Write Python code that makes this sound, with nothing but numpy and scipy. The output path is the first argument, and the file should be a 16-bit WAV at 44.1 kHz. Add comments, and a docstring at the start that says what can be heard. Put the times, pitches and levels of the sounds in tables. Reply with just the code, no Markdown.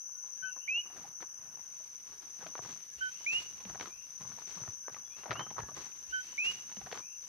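"""Fruit farm at night, among cactus vines. A near coqui frog calls "co-qui" three times, as gliding tones with
weak harmonics and delayed echoes; others answer from afar, blurred by dense echoes. Insects shrill steadily:
noise through narrow resonances, and trains of wing-stroke tones. Someone steps slowly through the plants:
stems and leaves brush as coloured noise, dry litter crunches as runs of fractures, and soft footfalls thud
as decaying, sinking tones. One passage comes twice."""
import sys
import numpy as np
from scipy import signal
from scipy.fft import rfft, irfft
from scipy.io import wavfile

SR = 44100
rng = np.random.default_rng(int(sys.argv[2]) if len(sys.argv) > 2 else 0)


def unload_audio(sound):
    """Save the sound as a 16-bit wav file, at the path given as the first command line argument."""
    columns = np.transpose(np.atleast_2d(sound))
    # keep every value between -1 and 1, then stretch to whole-number steps
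    steps = np.round(np.clip(columns, -1, 1) * 32767)
    wavfile.write(sys.argv[1], SR, steps.astype(np.int16))


N = 321035
TIME = np.arange(N) / SR

# In all tables, balance_db is left over right, and the level_db of a spectrum is relative.
# Shape of a frog's low note, scaled for each call: [start_s, pitch_hz, level_db]
CO = [(0, 1540, -16), (.006, 1510, 2), (.022, 1533, 7.5), (.05, 1510, 3.5), (.07, 1510, 2.5),
      (.09, 1497, -6.5), (.103, 1520, -20), (.115, 1490, -58)]


def from_db(db):
    """Decibels are twenty times the logarithm of the amplitude ratio."""
    return 10 ** (np.asarray(db) / 20)


def rms_one(x):
    """Power is the mean square: scale it to one."""
    return x / np.sqrt(np.mean(x ** 2) + 1e-20)


def curves(rows, t=TIME):
    """Linear interpolation in time of each column after the first."""
    s, *columns = np.transpose(rows)
    return [np.interp(t, s, column) for column in columns]


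def pan(balance_db):
    """Interaural level difference: left and right gains, each taking half of it."""
    return from_db(np.array([[.5], [-.5]]) * balance_db)


def add(out, start_s, sound):
    """Superposition: mix a short stereo sound in at a time."""
    at = max(round(start_s * SR), 0)
    out[:, at:at + sound.shape[1]] += sound[:, :N - at]


def twice(rows):
    """Repetition: one passage is heard twice; events from 2.8 s to 4.15 s are played again 3.117 s later."""
    passage_s, passage_end_s, return_s = 2.8, 4.15, 3.117
    again = [(s + return_s, *rest) for s, *rest in rows if passage_s <= s < passage_end_s]
    return list(rows) + again


def stereo_noise(likeness, size=N):
    """Partial coherence: white noise whose two sides have the given correlation."""
    mid, side = rng.standard_normal((2, size))
    alike = np.clip(likeness, -1, 1)
    return (np.sqrt(1 + alike) * mid + np.sqrt(1 - alike) * side * [[1], [-1]]) / np.sqrt(2)


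def drift(rate):
    """Random modulation of unit power: straight lines between chance values, rate of them per second."""
    knots = rng.standard_normal(4096)
    return rms_one(np.interp(TIME * rate, np.arange(len(knots)), knots))


def colour(x, spectrum, size=4096):
    """Minimum-phase filtering by the folded cepstrum; white noise keeps its power."""
    hz, db = np.transpose(spectrum)
    log_bins = np.log(np.fft.rfftfreq(size, 1 / SR) + 1)
    gain = from_db(np.interp(log_bins, np.log(hz), db))
    cepstrum = irfft(np.log(gain / np.sqrt(np.mean(gain ** 2))))
    # Folding negative time onto positive time makes the response causal
    cepstrum[1:size // 2] *= 2
    cepstrum[size // 2 + 1:] = 0
    response = irfft(np.exp(rfft(cepstrum)))
    return signal.oaconvolve(x, response[None], axes=1)[:, :N]


def scatter(x, t60, size=30000):
    """Diffuse scattering off the plants: dense decaying echoes, different on each side, at unit power."""
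    t = np.arange(size) / SR
    echoes = rng.standard_normal((2, size)) * from_db(-60 * t / t60) * (t > .003)
    return signal.oaconvolve(x, rms_one(echoes) / np.sqrt(size), axes=1)[:, :N]


def delayed(x, ms):
    """Propagation delay: the same sound a little later."""
    return np.interp(TIME - ms / 1000, TIME, x, left=0)


def night_air():
    """Broadband noise, nearly incoherent between the sides: the faint hiss of still air, drifting in level."""
    # Spectrum of the night: [frequency_hz, level_db]
    night = [(20, -24), (60, 6.5), (150, 7), (450, 1.5), (1000, 5.5), (1600, 7.5), (2100, -1), (2800, 2.5),
             (3600, -9), (7500, -39), (9000, -84), (15500, -41)]
    level_db = -69.5 + 2.2 * drift(4.2)
    return from_db(level_db) * colour(stereo_noise(likeness=0.036), night)


def stirring_air():
    """Local turbulence: low noise on each microphone port, largely opposite in sign on the two."""
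    # Spectrum of the stirring: [frequency_hz, level_db]
    stir_spectrum = [(15, -9), (45, 5.5), (70, 5), (140, -21), (400, -67)]
    level_db = -78.5 + 5 * drift(9)
    return from_db(level_db) * colour(stereo_noise(likeness=-0.7), stir_spectrum)


def high_buzz(level_db=-68, echo_db=-13, echo_ms=7.1, left_lag_ms=0.2458):
    """Interference and arrival time: a hissing rasp, doubled by a ground echo, reaches the right port first."""
    # Spectrum of the insect: [frequency_hz, level_db]
    buzz_spectrum = [(6500, -93), (8200, -9.5), (9200, 5), (10000, -2), (10700, 7), (11500, 5.5),
                     (12500, -2.5), (13500, -8), (15500, -14)]
    rasp = rng.standard_normal(N)
    rasp = rasp + from_db(echo_db) * delayed(rasp, echo_ms)
    sides = np.array([rms_one(delayed(rasp, left_lag_ms)), rms_one(rasp)])
    return from_db(level_db) * colour(sides, buzz_spectrum)


def chorus(flutter_db=1):
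    """Resonance of noise: countless far wing scrapes merge into a few narrow, fluttering bands."""
    # Distant groups of singers: [wing_pitch_hz, spread_hz, relative level_db]
    singers = [(5280, 510, -19.5), (5943, 145, 1), (6050, 93, -2), (6246, 98, -3.5), (6580, 240, -21),
               (6400, 250, -43)]
    out = np.zeros((2, N))
    for hz, width_hz, db in singers:
        r = np.exp(-np.pi * width_hz / SR)   # pole radius of a two-pole resonator
        wing = [1 - r, 0, r - 1, 1, -2 * r * np.cos(2 * np.pi * hz / SR), r * r]
        song = rms_one(signal.sosfilt([wing, wing], stereo_noise(likeness=0)))
        out += song * from_db(db + flutter_db * drift(120))
    return rms_one(out)


def trill(hz, strokes, share, fall_hz, wander_hz=14, unsteady=0.012):
    """Stridulation at unit power: each wing stroke is a short tone that falls in pitch."""
    stroke_rate = strokes * (1 + unsteady * drift(3))
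    cycle = (rng.random() + np.cumsum(stroke_rate) / SR) % 1
    stroke = np.minimum(cycle / share, 1)
    pitch = hz + fall_hz * (.5 - stroke) + wander_hz * drift(4.7)
    # The ports hear it a quarter cycle out of step
    phase = 2 * np.pi * np.cumsum(pitch) / SR + [[0], [np.pi / 2]]
    return rms_one(np.sin(np.pi * stroke) ** 2 * np.sin(phase))


def crickets():
    """Amplitude modulation: overlapping nearby trills swell gently in bouts and echo off the leaves."""
    # Single crickets, levels relative to the chorus: [wing_pitch_hz, level_db, strokes_per_s,
    # sounding_share of a stroke, fall_hz within a stroke, bouts_per_s, bout_depth_db, balance_db]
    singles = [(6060, -7, 17.3, .6, 160, 2.6, 2, 3), (6190, -9.5, 17.9, .6, 160, 1.85, 3, 3),
               (6130, -9.5, 13.4, .7, 200, .6, 3, 1), (5920, -8, 15.6, .8, 140, 2.6, 2, -1),
               (6010, -9.5, 58, .8, 220, .45, 2, 0), (6085, -8.5, 5.2, .95, 30, 1.3, 2, 0)]
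    out = np.zeros((2, N))
    for hz, db, strokes, share, fall_hz, bouts, bout_db, balance_db in singles:
        bout_rate = bouts * (1 + 0.11 * drift(2.42))
        swell = from_db(bout_db * np.sin(2 * np.pi * np.cumsum(bout_rate) / SR))
        out += from_db(db) * pan(balance_db) * rms_one(swell * trill(hz, strokes, share, fall_hz))
    return out + from_db(-14.5) * scatter(out, t60=0.73)


def insects(gain_db=2, swell_db=.9):
    """Summed sources: the shrill swells a little by chance, and shifts as the microphone turns."""
    # The turning, levels before gain_db: [time_s, level_db, balance_db]
    turning = [(0.0, -49, 6.5), (0.5, -49.5, 8), (1.1, -50.5, 5), (1.6, -49.5, 5.5), (2.15, -52, 3),
               (2.35, -50.5, 7), (3.65, -49.5, 2.5), (3.81, -49.5, 6.5), (4.03, -51, 6), (4.36, -49.5, 7),
               (4.85, -49.5, 5.5), (5.25, -50.5, 6), (6.0, -50, 5.5), (6.77, -48.5, 1), (6.9, -50.5, 5.5),
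               (7.28, -51, 4.5)]
    level_db, balance_db = curves(turning)
    gain = from_db(level_db + gain_db + swell_db * drift(8.6))
    return gain * pan(balance_db) * rms_one(chorus() + crickets())


def fast_cricket(balance_db=8):
    """Shadowing: a quick, even trill on the left, just below the chorus, varies in level behind leaves."""
    # The cricket: [wing_pitch_hz, strokes_per_s, sounding_share of a stroke, fall_hz within a stroke]
    wing_strokes = (5430, 38, .8, 400)
    # Level as leaves come between it and the microphone: [time_s, level_db]
    shadowing = [(0, -71), (1.3, -68.5), (1.8, -65.5), (2.3, -63.5), (2.85, -69), (3.2, -66), (3.9, -66.5),
                 (4.4, -63), (5.2, -66.5), (5.9, -69), (6.5, -66), (7.28, -65.5)]
    level_db, = curves(shadowing)
    song = from_db(level_db) * pan(balance_db) * trill(*wing_strokes)
    return song + from_db(-13) * scatter(song, t60=.3)


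def note(shape, ratio, octave_db, lag_ms=0, size=7500):
    """Harmonic radiation: the vocal sac sounds a gliding tone; its weak overtones grow with pitch."""
    third_db = -20   # third harmonic, relative to the octave
    t = np.arange(size) / SR
    hz, db = curves(shape, t)
    left_lag = np.array([[lag_ms], [0]]) / 1000
    phase = 2 * np.pi * ratio * (np.cumsum(hz) / SR - hz * left_lag)
    octave = from_db(octave_db) * (hz / hz.max()) ** 4
    overtones = octave * (np.sin(2 * phase) + from_db(third_db) * np.sin(3 * phase))
    return from_db(db) * (t < shape[-1][0]) * (np.sin(phase) + overtones)


def far_frogs(opening_s=0.059):
    """Direct-to-diffuse ratio: neighbours sing at their own pitch and pace, blurred by echo; one peep is thin."""
    # Low notes, relative levels: [start_s, top_pitch_hz, level_db]
    far_lows = [(0.132, 1480, -80.5), (0.361, 1669, -76), (0.52, 1525, -80), (2.86, 1700, -81.5),
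                (4.825, 1565, -75.5), (5.575, 1720, -71)]
    # Whistles, relative levels: [start_s, top_pitch_hz, level_db, time_stretch, echo_db, opening_db]
    far_whistles = [(0.415, 2794, -57, 0.88, -0.5, 0), (.572, 3033, -68.5, 0.82, 13, 9),
                    (2.966, 3163, -48, 0.69, 0, -5), (3.11, 3040, -64, 1.07, 3.5, 18),
                    (3.89, 2793, -63, 1.1, 3, 21), (5.103, 2814, -61.5, 1.07, -2, 22.5),
                    (5.337, 3146, -42.5, 0.82, -8, 9)]
    # Shape of a slowly swelling, levelling whistle, scaled for each call: [start_s, pitch_hz, level_db]
    far_shape = [(0, 2440, -24), (.025, 2560, -9), (.05, 2700, -3), (.075, 2840, 0), (.105, 2910, -1),
                 (.128, 2925, -7), (.15, 2900, -28)]
    # Shape of a thin, level peep, relative level: [start_s, pitch_hz, level_db]
    peep_shape = [(0, 3380, -89), (.012, 3380, -63), (.06, 3385, -69), (.105, 3380, -62), (.13, 3375, -85)]
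    direct, echoing = np.zeros((2, 2, N))
    low_top_hz = np.array(CO)[:, 1].max()
    for s, hz, db in twice(far_lows):
        call = from_db(db) * note(CO, hz / low_top_hz, octave_db=-42)
        add(direct, s, call)
        add(echoing, s, from_db(11.0) * call)
    for s, hz, db, stretch, echo_db, opening_db in twice(far_whistles):
        shape = np.array(far_shape) * [stretch, 1, 1]
        # The extra level of the opening fades over opening_s
        shape[:, 2] += opening_db * np.clip(1 - shape[:, 0] / opening_s, 0, 1)
        call = from_db(db) * note(shape, hz / shape[:, 1].max(), octave_db=-41, size=9000)
        add(direct, s, call)
        add(echoing, s, from_db(echo_db) * call)
    add(direct, 5.04, note(peep_shape, 1, octave_db=-35))
    return from_db(-2) * direct + scatter(echoing, t60=.33)


def brushing(attack_s=0.017, release_s=0.038):
    """Contact envelopes: gains of feet, stems and leaves build up, hold and die away over a faint rustle."""
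    # The walker pushes past a plant, levels relative within each part:
    # [start_s, length_s, shuffling feet_db, rubbing stems_db, swishing leaves_db]
    brushes = [(0.233, 0.095, -74, -74, -75), (0.4, 0.087, -67, -80, -84), (0.832, 0.25, -79, -67, -74),
               (0.939, 0.18, -66, -63.5, -68), (1.195, 0.054, -65, -57.5, -62),
               (1.38, 0.24, -67, -72.5, -75.5), (2.024, 0.31, -86, -70, -73),
               (2.378, 0.16, -59.5, -64, -65.5), (2.62, 0.15, -58, -59.5, -59),
               (2.968, 0.51, -87, -81, -65), (3.315, 0.14, -61, -62.5, -53.5), (3.444, 0.22, -67, -72, -74),
               (3.64, 0.22, -57.5, -64, -71), (3.79, 0.11, -59, -56, -59), (4.19, 0.19, -59, -65.5, -68),
               (4.46, 0.15, -68, -64.5, -61.5), (4.565, 0.16, -63, -62.5, -66),
               (4.902, 0.12, -61, -67.5, -67.5), (5.157, 0.083, -80, -59.5, -62),
               (5.285, 0.17, -51.5, -54.5, -79), (5.452, 0.38, -59, -69.5, -85),
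               (5.56, 0.084, -50, -56, -64.5), (5.737, 0.15, -62, -60.5, -59.5)]
    # The faint rustle between brushes, reference level: [time_s, level_db]
    faint_rustle = [(0.0, -80), (0.43, -72), (0.68, -79), (0.97, -72), (1.35, -82), (1.7, -68),
                    (3.33, -63.5), (3.75, -64.5), (3.95, -69), (4.52, -61.5), (4.75, -68), (4.95, -76),
                    (5.27, -66.5), (5.82, -67.5), (6.45, -62.5), (6.87, -63.5), (7.07, -73.5), (7.28, -63)]
    t = TIME[::100]
    faint_db, = curves(faint_rustle, t)
    faint_parts_db = np.array([[-7.5], [-10.5], [-3]])   # feet, stems, leaves
    power = from_db(faint_db + faint_parts_db) ** 2
    for start, length, *parts_db in twice(brushes):
        attack = np.clip((t - start) / attack_s, 0, 1)   # contact builds up
        release = np.exp(-np.clip((t - start - length) / release_s + 1, 0, 20))   # the plant swings free
        power = power + np.outer(from_db(parts_db), attack * release) ** 2
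    return [np.interp(TIME, t, gain) for gain in np.sqrt(power)]


def rustle(feet, stems, leaves, grain_db=2.0):
    """Stick-slip friction: feet rumble, stems rub and leaves swish in uneven tugs, catches and slips."""
    # Spectra of feet, stems and leaves: [frequency_hz, level_db]
    feet_spectrum = [(20, -43), (60, 0), (120, 7.5), (200, 7), (320, -9.5), (700, -67)]
    stem_spectrum = [(120, -9), (330, 1), (430, 0.5), (600, -8), (1050, 1), (1700, -5), (2500, -26),
                     (4000, -30), (8000, -64)]
    leaf_spectrum = [(1000, -6), (2200, 2), (3800, -1), (5200, -1.5), (7500, -8), (11000, -20.5),
                     (15500, -20)]
    tugs_db = 2.4 * drift(45)
    catches = rms_one(from_db(grain_db * (drift(110) + drift(450)) + tugs_db))
    rumble = from_db(-5.0) * feet * colour(stereo_noise(likeness=0.86), feet_spectrum)
    rub = from_db(2.36) * stems * colour(catches * stereo_noise(likeness=0.58), stem_spectrum)
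    leaf_noise = rms_one(np.sqrt(catches)) * stereo_noise(likeness=0.022)
    swish = from_db(3.5) * leaves * colour(leaf_noise, leaf_spectrum)
    # Around 5940 Hz the left port hears the leaves more than the right
    ring = signal.lfilter(*signal.iirpeak(5940, 7.1, fs=SR), swish)
    return (rumble + rub) * pan(1.9) + (swish + pan(11.5) * ring) * pan(0.95)


def crunch_colour(sharp_db, ring_hz):
    """Damped resonance: a drier stem snaps more brightly, and each has a broad ring of its own."""
    # Colour of a crunch: [frequency_hz, level_db, share of the sharpness]
    snap_spectrum = [(60, -39.5, 0.48), (240, -6.5, 0), (487, -0.5, 0.036), (794, 0, 0.13), (1200, -1.5, 0),
                     (1810, -6, 0.33), (2840, -22, 0.97), (5460, -27, 0.73), (7550, -52, 1),
                     (14900, -86, 1)]
    ring_db, ring_octaves = 9, 0.26   # height and width of the ring
    hz = np.geomspace(60, 15000, 64)
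    table_hz, *columns = np.transpose(snap_spectrum)
    db, share = [np.interp(np.log(hz), np.log(table_hz), column) for column in columns]
    ring = ring_db * np.exp(-(np.log2(hz / ring_hz) / ring_octaves) ** 2)
    return np.transpose([hz, db + sharp_db * share + ring])


def crackle(stems, crackle_db=-5.0):
    """Random impulses: under the rubbing, fibres and dry leaves snap, each with one of a few rings."""
    out = 0
    for ring_hz in (700, 1200, 2100):
        snap_gain = from_db(4 * np.minimum(rng.exponential(1, N), 2))
        snaps = (rng.random(N) < 50 / SR) * snap_gain   # about 50 per second
        signs = np.sign(stereo_noise(likeness=0.73))
        out = out + colour(snaps * signs, crunch_colour(sharp_db=8.0, ring_hz=ring_hz))
    return from_db(crackle_db) * stems * rms_one(out)


def squeak(rough=.5):
    """Frictional oscillation: two stems slip on each other in a brief, rough tone of level pitch."""
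    # One squeak: [start_s, level_db, pitch_hz, length_s]
    stem_slip = (1.034, -48, 810, .031)
    start, db, hz, length = stem_slip
    swell = np.sin(np.pi * np.clip((TIME - start) / length, 0, 1)) ** 2
    tone = np.sin(2 * np.pi * hz * TIME + rough * drift(350))
    return from_db(db) * pan(2) * swell * (1 + rough * drift(420)) * tone


def footfalls(sag=0.3, rise_s=0.0018):
    """Damped oscillation: a soft thud whose pitch sinks as the weight settles."""
    # Footfalls on soft soil: [start_s, level_db, starting pitch_hz, decay_s]
    thuds = [(1.09, -52, 180, 0.0071), (2.594, -43, 150, 0.0068), (2.966, -57, 68.6, 0.029),
             (3.654, -44, 211, 0.018), (3.696, -52, 65, 0.018), (4.208, -44, 174, 0.01),
             (4.248, -47, 150, 0.0099), (4.565, -48.5, 187, 0.025), (4.615, -42, 143, 0.013),
             (4.683, -36.5, 125, 0.0081), (5.298, -42, 125.6, 0.043), (5.388, -44.5, 155, 0.029),
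             (5.592, -40, 131, 0.018), (5.624, -40, 80, 0.013)]
    out, t = np.zeros((2, N)), np.arange(SR // 4) / SR
    for s, db, hz, decay_s in twice(thuds):
        pitch = hz * (1 - sag * (1 - np.exp(-t / decay_s / 2)))
        phase = 2 * np.pi * np.cumsum(pitch) / SR
        envelope = (1 - np.exp(-t / rise_s)) * np.exp(-t / decay_s)
        add(out, s, from_db(db) * pan(1.9) * np.sin(phase) * envelope)
    return out


def crunches(rise=0.12, crunch_db=-2.0):
    """Brittle fracture: a run of uneven breaks over fine grit builds up quickly and dies away."""
    # Dry litter and stems giving way, levels before crunch_db:
    # [start_s, level_db, decay length_s, sharpness_db, stem ring_hz]
    breaks = [(0.09, -63.5, 0.008, 14, 1320), (0.238, -61.5, 0.013, 4, 930),
              (0.563, -52.5, 0.015, -9, 1010), (0.767, -59.5, 0.017, 3, 873),
              (0.859, -56.5, 0.0088, 3, 1000), (0.9, -57.5, 0.015, 14, 930), (0.96, -57.5, 0.025, 7, 627),
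              (1.203, -56.5, 0.0085, 11, 1410), (1.2235, -45.5, 0.0021, 17, 1560),
              (1.227, -47.5, 0.0028, 12, 970), (1.455, -68, 0.009, 15, 770), (1.571, -57, 0.004, -3, 850),
              (1.59, -59.5, 0.008, 4, 900), (1.795, -63, 0.022, 14, 626), (2.2, -64, 0.004, 4, 970),
              (2.405, -54.5, 0.024, 2, 1600), (2.426, -48.5, 0.0075, 12, 550),
              (2.44, -50, 0.0055, 15, 1260), (2.461, -44.5, 0.0065, 4, 660), (2.466, -42, 0.0041, 22, 845),
              (2.553, -37.5, 0.0043, 10, 1160), (2.577, -47, 0.0085, 20, 710),
              (2.591, -37.5, 0.0031, -16, 720), (2.649, -46, 0.0042, 7, 1230), (2.657, -46, 0.003, 5, 900),
              (2.69, -49, 0.0024, 2, 1400), (2.804, -53, 0.0021, 27, 2600), (3.205, -57.0, 0.0099, 10, 928),
              (3.578, -55, 0.0062, 27, 1410), (3.598, -55, 0.017, 24, 1060), (3.65, -47.5, 0.0058, 27, 526),
              (3.686, -62, 0.0063, -2, 690), (3.696, -46.5, 0.0058, 15, 744),
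              (3.746, -45.5, 0.005, 12, 1500), (3.751, -44.5, 0.0074, 7, 710),
              (3.798, -38, 0.0023, 19, 960), (3.808, -35, 0.005, 21, 487), (3.826, -46, 0.0071, 23, 1090),
              (3.857, -40.5, 0.0033, 20, 1410), (4.204, -53.5, 0.016, 14, 1050),
              (4.247, -49.5, 0.0061, -1, 1000), (4.313, -51, 0.0095, 12, 1480),
              (4.375, -51.5, 0.0053, 4, 900), (4.385, -45.5, 0.0035, 1, 900), (4.42, -49, 0.0028, 7, 1190),
              (4.57, -48, 0.0068, -3, 1150), (4.598, -51.5, 0.013, -5, 455), (4.634, -46, 0.0046, 1, 1620),
              (4.675, -44.5, 0.0048, 4, 1280), (4.88, -35.5, 0.0032, -2, 1200),
              (4.895, -50.5, 0.0073, 9, 1660), (4.943, -48, 0.007, 20, 2180),
              (4.964, -44.5, 0.0045, 4, 1220), (5.076, -60, 0.0028, 2, 1710),
              (5.233, -47.5, 0.011, 13, 1200), (5.253, -42, 0.015, 2, 765), (5.275, -47.5, 0.028, 8, 604),
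              (5.3078, -28.5, 0.0027, 17, 1850), (5.312, -30.5, 0.0062, 16, 1290),
              (5.3165, -34, 0.0047, 14, 1280), (5.323, -42, 0.017, 20, 630),
              (5.354, -39.5, 0.0079, 7, 1290), (5.363, -44, 0.0088, 12, 1280),
              (5.394, -35, 0.0073, 12.5, 1090), (5.406, -36, 0.0071, 3, 1060),
              (5.465, -44.5, 0.0076, 2, 1260), (5.503, -47, 0.0067, 17, 1010),
              (5.511, -44.5, 0.006, 0, 940), (5.558, -49, 0.021, -2, 1290), (5.577, -37, 0.016, -5, 1200),
              (5.588, -41, 0.012, 12, 915), (5.604, -41, 0.0032, 13, 2080), (5.63, -47.5, 0.012, 4, 820),
              (5.686, -45.5, 0.0087, -2, 1196), (5.711, -51.5, 0.0091, -12, 610),
              (5.765, -47, 0.012, -3, 480)]
    # Where the litter lies as the walker turns: [time_s, balance_db]
    litter_side = [(.5, 2.5), (1.2, 11.5), (2.5, 3), (3.7, 1.5), (4.6, 2), (5.3, 1.5), (5.6, 0), (6.9, 1.5)]
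    out = np.zeros((2, N))
    t = np.arange(SR // 12) / SR
    for s, db, length, sharp_db, ring_hz in twice(breaks):
        balance_db, = curves(litter_side, s)
        sizes = from_db(4 * rng.standard_normal(len(t)))
        fractures = (rng.random(len(t)) < 1400 / SR) * sizes + .09   # the constant is the grit
        envelope = (1 - np.exp(-t / (rise * length))) * np.exp(-(t / length) ** 2)
        burst = stereo_noise(likeness=0.65, size=len(t)) * fractures * envelope
        burst = colour(burst, crunch_colour(sharp_db, ring_hz), size=2048)
        burst = burst * np.sqrt(length * SR / np.sum(burst ** 2) * 2)   # energy in step with length
        add(out, s, from_db(db + crunch_db) * pan(balance_db) * burst)
    return out + from_db(-11) * scatter(out, t60=.08)


def near_frog(trellis_echo_s=0.027):
    """Multipath interference: "co", then a gliding "qui" that beats with its echoes, unlike on each side."""
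    # Low notes: [start_s, level_db, balance_db, left_lag_ms, octave_db]
    near_lows = [(0.422, -46, 15.5, 0.039, -17), (3.006, -37, -4.5, 0.25, -18.5)]
    # Whistles: [start_s, level_db, time_stretch, balance_db, octave_db, trellis_echo_db,
    # paths (direct, off the ground, off a post), each (delay_ms, level_db, left_lag_ms)]
    near_whistles = [(.677, -29.2, .96, -4.9, -31, -23, [(0, 0, -.04), (.58, -9.2, .07), (5.81, -15, .04)]),
                     (3.261, -27.6, 1, -1.1, -37, -20, [(0, 0, .11), (.97, -11.3, -.29), (8.56, -16, .14)])]
    # Shape of the rising whistle, scaled for each path: [start_s, pitch_hz, level_db]
    near_shape = [(0, 2100, -22), (.002, 2200, -6), (.006, 2320, -2), (.012, 2410, .5), (.024, 2485, .5),
                  (.04, 2575, -.5), (.06, 2660, -1.5), (.082, 2785, -.5), (.104, 2875, .5), (.12, 2912, -2),
                  (.133, 2935, -9), (.15, 2930, -30)]
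    low, high, trellis = np.zeros((3, 2, N))
    for s, db, balance_db, lag_ms, octave_db in twice(near_lows):
        add(low, s, from_db(db) * pan(balance_db) * note(CO, 1, octave_db, lag_ms))
    for s, db, stretch, balance_db, octave_db, trellis_db, paths in twice(near_whistles):
        shape = np.array(near_shape) * [stretch, 1, 1]
        gain = from_db(db) * pan(balance_db)
        for late_ms, path_db, lag_ms in paths:
            arrival_s = round(s * SR) / SR + late_ms / 1000
            add(high, arrival_s, gain * from_db(path_db) * note(shape, 0.99, octave_db, lag_ms))
        add(trellis, s + trellis_echo_s, gain * from_db(trellis_db) * note(shape, 1, octave_db))
    scattered = high + from_db(-16) * low
    close_leaves = from_db(-20) * scatter(scattered, t60=.12) + scatter(trellis, t60=.33)
    return low + high + close_leaves + from_db(-20.0) * scatter(scattered, t60=0.53)


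def scene():
    """Superposition: frogs, insects and steps over the faint hiss of the night."""
    background = night_air() + stirring_air() + high_buzz() + insects() + fast_cricket()
    feet, stems, leaves = brushing()
    steps = rustle(feet, stems, leaves) + crackle(stems) + squeak() + footfalls() + crunches()
    return background + far_frogs() + steps + near_frog()


def record(dry):
    """Band limiting: deep rumble is rolled off below 38 Hz and the top is cut steeply above 15650 Hz."""
    dry = signal.sosfilt(signal.butter(4, 38, "high", fs=SR, output="sos"), dry)
    return signal.sosfilt(signal.ellip(12, .1, 90, 15650, fs=SR, output="sos"), dry)


dry = scene()
out = record(dry)
unload_audio(out)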